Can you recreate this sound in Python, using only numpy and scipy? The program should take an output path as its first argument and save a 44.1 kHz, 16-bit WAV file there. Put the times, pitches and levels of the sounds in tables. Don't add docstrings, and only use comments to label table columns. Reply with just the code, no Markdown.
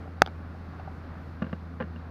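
import sys
import numpy as np
from scipy import signal
from scipy.fft import rfft, irfft
from scipy.io import wavfile
from scipy.ndimage import uniform_filter1d

SR = 44100
rng = np.random.default_rng(int(sys.argv[2]) if len(sys.argv) > 2 else 0)


def digitize_waveform(pressure):
    field = np.atleast_2d(pressure).T
    bounded = np.clip(field, -1, 1)
    quanta = np.round(bounded * 32767).astype(np.int16)
    wavfile.write(sys.argv[1], SR, quanta)


N = 92610

RING_SIZE = 6000
ARM_RISE, HOLLOW_RISE = 0.716, 0.217
SEATED_DB, SEAT_S = -21.5, 0.00073
SCATTER_DB = 2.78
CRACK_DB, CRACK_S = -16, 0.00265
BASS_HZ, MID_HZ, TREBLE_HZ = 250, 550, 2500
WAVER_HZ, WAVER_DB = .3, 0.4
WASH_DB = -45.5
SWELL_DB, FLICKER_DB = -1.0444, 0.9267
SMALL_HZ = 113
DRIVE = 0.717
TOP_HZ = 15300


def undb(db):
    return 10 ** (np.asarray(db, float) / 20)


def walk(rate):
    hold = int(SR / rate)
    steps = np.repeat(rng.standard_normal(N // hold + 1), hold)
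    smooth = uniform_filter1d(uniform_filter1d(steps, hold), hold)
    return 1.3 * smooth[:N]


def ring(modes, gain_db, contact_ms, rise):
    hz, db, t60 = np.array(modes).T[:, :, None]
    t = np.arange(RING_SIZE) / SR
    build_up = 1 - np.exp(-t * hz / rise)
    decay = np.exp(-np.log(1000) * t / t60)
    tones = undb(db + gain_db) * np.sin(2 * np.pi * hz * t)
    body = np.sum(tones * build_up * decay, axis=0)
    push = np.sin(np.pi * np.clip(t[:200] * 1000 / max(contact_ms, .05), 0, 1))
    return np.convolve(body, push / push.sum())[:RING_SIZE]


def add(out, start_s, sound):
    i = int(start_s * SR)
    out[i:i + len(sound)] += sound[:N - i]


def hum():
    # time in seconds, pitch in Hz, fundamental in dB, second harmonic in dB.
    course = [(0, 83.33, -41.5, -59.5), (.5, 83.31, -42, -53), (1., 82.78, -42.5, -57),
              (1.5, 82.13, -42, -53.5), (1.8, 81.8, -40.5, -49), (2.1, 81.76, -40, -52)]
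    s, hz, db, second_db = np.array(course).T
    t = np.arange(N) / SR
    pitch = np.interp(t, s, hz) + WAVER_HZ * walk(9)
    phase = 2 * np.pi * np.cumsum(pitch) / SR
    tone = undb(np.interp(t, s, db)) * np.sin(phase)
    tone += undb(np.interp(t, s, second_db)) * np.sin(2 * phase)
    return np.sqrt(2) * tone * undb(WAVER_DB * walk(20))


def wash():
    # frequency in Hz, relative density in dB per Hz.
    colour = [(15, -27), (25, -16), (50, -16), (70, -10.5), (95, -14), (120, -10), (155, -10), (270, -11),
              (388, -21.5), (490, -20), (620, -22), (800, -22.5), (910, -25), (1180, -23), (1420, -23.5),
              (1960, -32), (2280, -35), (3070, -43.5), (4410, -44), (7670, -62.5), (15500, -63)]
    # time in seconds, level relative to WASH_DB in dB.
    level = [(0, 3), (.2, 1.), (.5, 0.5), (0.899, 1.17), (1.301, 0.), (1.7, -0.41), (2.1, -0.5)]
    hz, density_db = np.array(colour).T
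    octave = np.log2(np.maximum(np.arange(N // 2 + 1) * SR / N, 1))
    spectrum = rfft(rng.standard_normal(N)) * undb(np.interp(octave, np.log2(hz), density_db))
    noise = np.zeros(N)
    for centre in range(4, 15):
        band = irfft(spectrum * np.clip(1 - abs(octave - centre), 0, 1), N)
        noise += band * undb(FLICKER_DB * walk(12))
    s, db = np.array(level).T
    curve_db = np.interp(np.arange(N) / SR, s, db)
    return noise / noise.std() * undb(WASH_DB + curve_db + SWELL_DB * walk(2.8))


def recess():
    # frequency in Hz, strength in dB, t60 in seconds.
    recess_modes = [(640, -11.5, 0.034), (767.6, 0.5, 0.0406), (1273, -11.5, 0.029), (2647, -9.5, 0.017),
                    (4390, -18, 0.017), (6270, -20.5, 0.021)]
    # start in seconds, level in dB, contact in ms.
    taps = [(.012, -36, 1.1), (.058, -40, 1.1), (.077, -31, 1.17), (.18, -36.5, .9), (.2218, -25, 0.064),
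            (.2755, -38, 0.53), (.548, -35, 1.06), (.735, -40, 0.86), (.797, -34.5, 0.25),
            (.876, -27, 0.835)]
    out = np.zeros(N)
    for s, db, contact_ms in taps:
        add(out, s, ring(recess_modes, db, contact_ms, HOLLOW_RISE))
    return out


def arm():
    # frequency in Hz, strength in dB, t60 in seconds.
    arm_modes = [(168, -12, 0.01674), (444.2, -14, 0.023), (786.4, -0.46, 0.00782), (1408.5, 3, 0.00462),
                 (2229, -16, 0.03)]
    # start in seconds, level in dB, contact in ms, free ringing in seconds.
    blows = [(.21936, 12, 0.4586, .00233), (.2626, -14, 0.677, .002), (.2746, -16, 0.537, 0.00364),
             (0.2833, -27, 0.287, 0.0033)]
    # frequency in Hz, strength in dB, t60 in seconds.
    catch_modes = [(2451, 2.05, 0.00381), (3486, -1.5, 0.00438), (4736, -0.8, 0.00337), (5700, -13, 0.01),
                   (8097, -16, 0.0045), (11825, -6, 0.005), (14445, -18.5, .0041)]
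    # start in seconds, level in dB, contact in ms, free ringing in seconds,
    # extra gain of the lowest mode in dB.
    ticks = [(.21982, 4, 0.1166, 0.00077, 0.), (0.2619, -27, 0.233, 0.00078, -8),
             (.2622, -15, .22, .0012, -14), (.2743, -27, .19, .001, -10), (1.4245, -40, 0.156, .002, -5)]
    out, t = np.zeros(N), np.arange(RING_SIZE) / SR

    def seat(free_s):
        return undb(SEATED_DB * np.clip((t - free_s) / SEAT_S, 0, 1))

    for s, db, contact_ms, free_s in blows:
        add(out, s, ring(arm_modes, db, contact_ms, ARM_RISE) * seat(free_s))
    lowest = (np.arange(len(catch_modes)) == 0)[:, None]
    for s, db, contact_ms, free_s, low_db in ticks:
        add(out, s, ring(catch_modes, db + low_db * lowest, contact_ms, ARM_RISE) * seat(free_s))
    return out


def hull():
    # frequency in Hz, strength in dB, t60 in seconds.
    hull_modes = [(161, -16.5, 0.033), (200, 5, 0.0359), (332, -13, 0.056), (444.4, -12.5, 0.0654),
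                  (515, -5, 0.036), (622.3, -7, 0.0293), (850, -8.5, 0.0225), (1036, -12, 0.032),
                  (1161.7, -7.5, 0.0235), (1413, -10.5, 0.03), (1573.3, -9, 0.032), (1709, -12.5, 0.0184),
                  (2021, -30, .018), (2416, -20.5, 0.016), (2789, -17, 0.038), (3670, -35.5, 0.0069)]
    # start in seconds, level in dB, contact in ms, bass gain in dB, treble gain in dB.
    knocks = [(1.4195, -32.5, 0.111, -6.5, -5.5), (1.4212, -24, 0.377, 9, 2.5),
              (1.4248, -24.5, 0.109, -7, -4.5), (1.443, -30.5, 0.36, 1, 3),
              (1.467, -33.5, 0.246, 5.5, -1.5), (1.496, -40.5, .25, 2.5, 0.5),
              (1.5295, -25, 0.17, 4.5, 0.5), (1.802, -29, .2, -6., 5.), (1.804, -27, 0.26, 4, -4.5),
              (1.8078, -20, 0.257, -3, -2), (1.8115, -28.5, 0.56, 1.5, 0.5),
              (1.815, -27.5, 0.58, -2.5, 8.5), (1.8215, -31, 0.7, 3., -4), (1.8245, -31.5, 0.15, 0.5, 6),
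              (1.839, -34, 0.26, -1.5, -3), (1.961, -47, 0.095, -3, 15)]
    out = np.zeros(N)
    octave = np.log2(np.array(hull_modes)[:, :1])
    corners = np.log2([BASS_HZ, MID_HZ, TREBLE_HZ])
    spot = rng.standard_normal((len(knocks), len(hull_modes), 1))
    band = signal.butter(4, [600, 2800], "band", fs=SR, output="sos")
    scrape = signal.sosfilt(band, rng.standard_normal((len(knocks), 1000)))
    t = np.arange(scrape.shape[1]) / SR / CRACK_S
    scrape_env = t * np.exp(1 - t)
    for k, (s, db, contact_ms, bass_db, treble_db) in enumerate(knocks):
        colour_db = np.interp(octave, corners, [bass_db, 0, treble_db])
        add(out, s, ring(hull_modes, db + colour_db + SCATTER_DB * spot[k], contact_ms, HOLLOW_RISE))
        add(out, s, undb(db + CRACK_DB) * scrape[k] * scrape_env)
    return out


def scene():
    thin = signal.butter(2, SMALL_HZ, "high", fs=SR, output="sos")
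    hits = signal.sosfilt(thin, arm() + recess() + hull())
    return (hits + hum() + wash())[None]


def record(dry):
    rounded = np.tanh(DRIVE * dry) / DRIVE
    low_pass = signal.ellip(8, .2, 70, TOP_HZ, fs=SR, output="sos")
    return signal.sosfilt(low_pass, rounded)


dry = scene()
out = record(dry)
digitize_waveform(out)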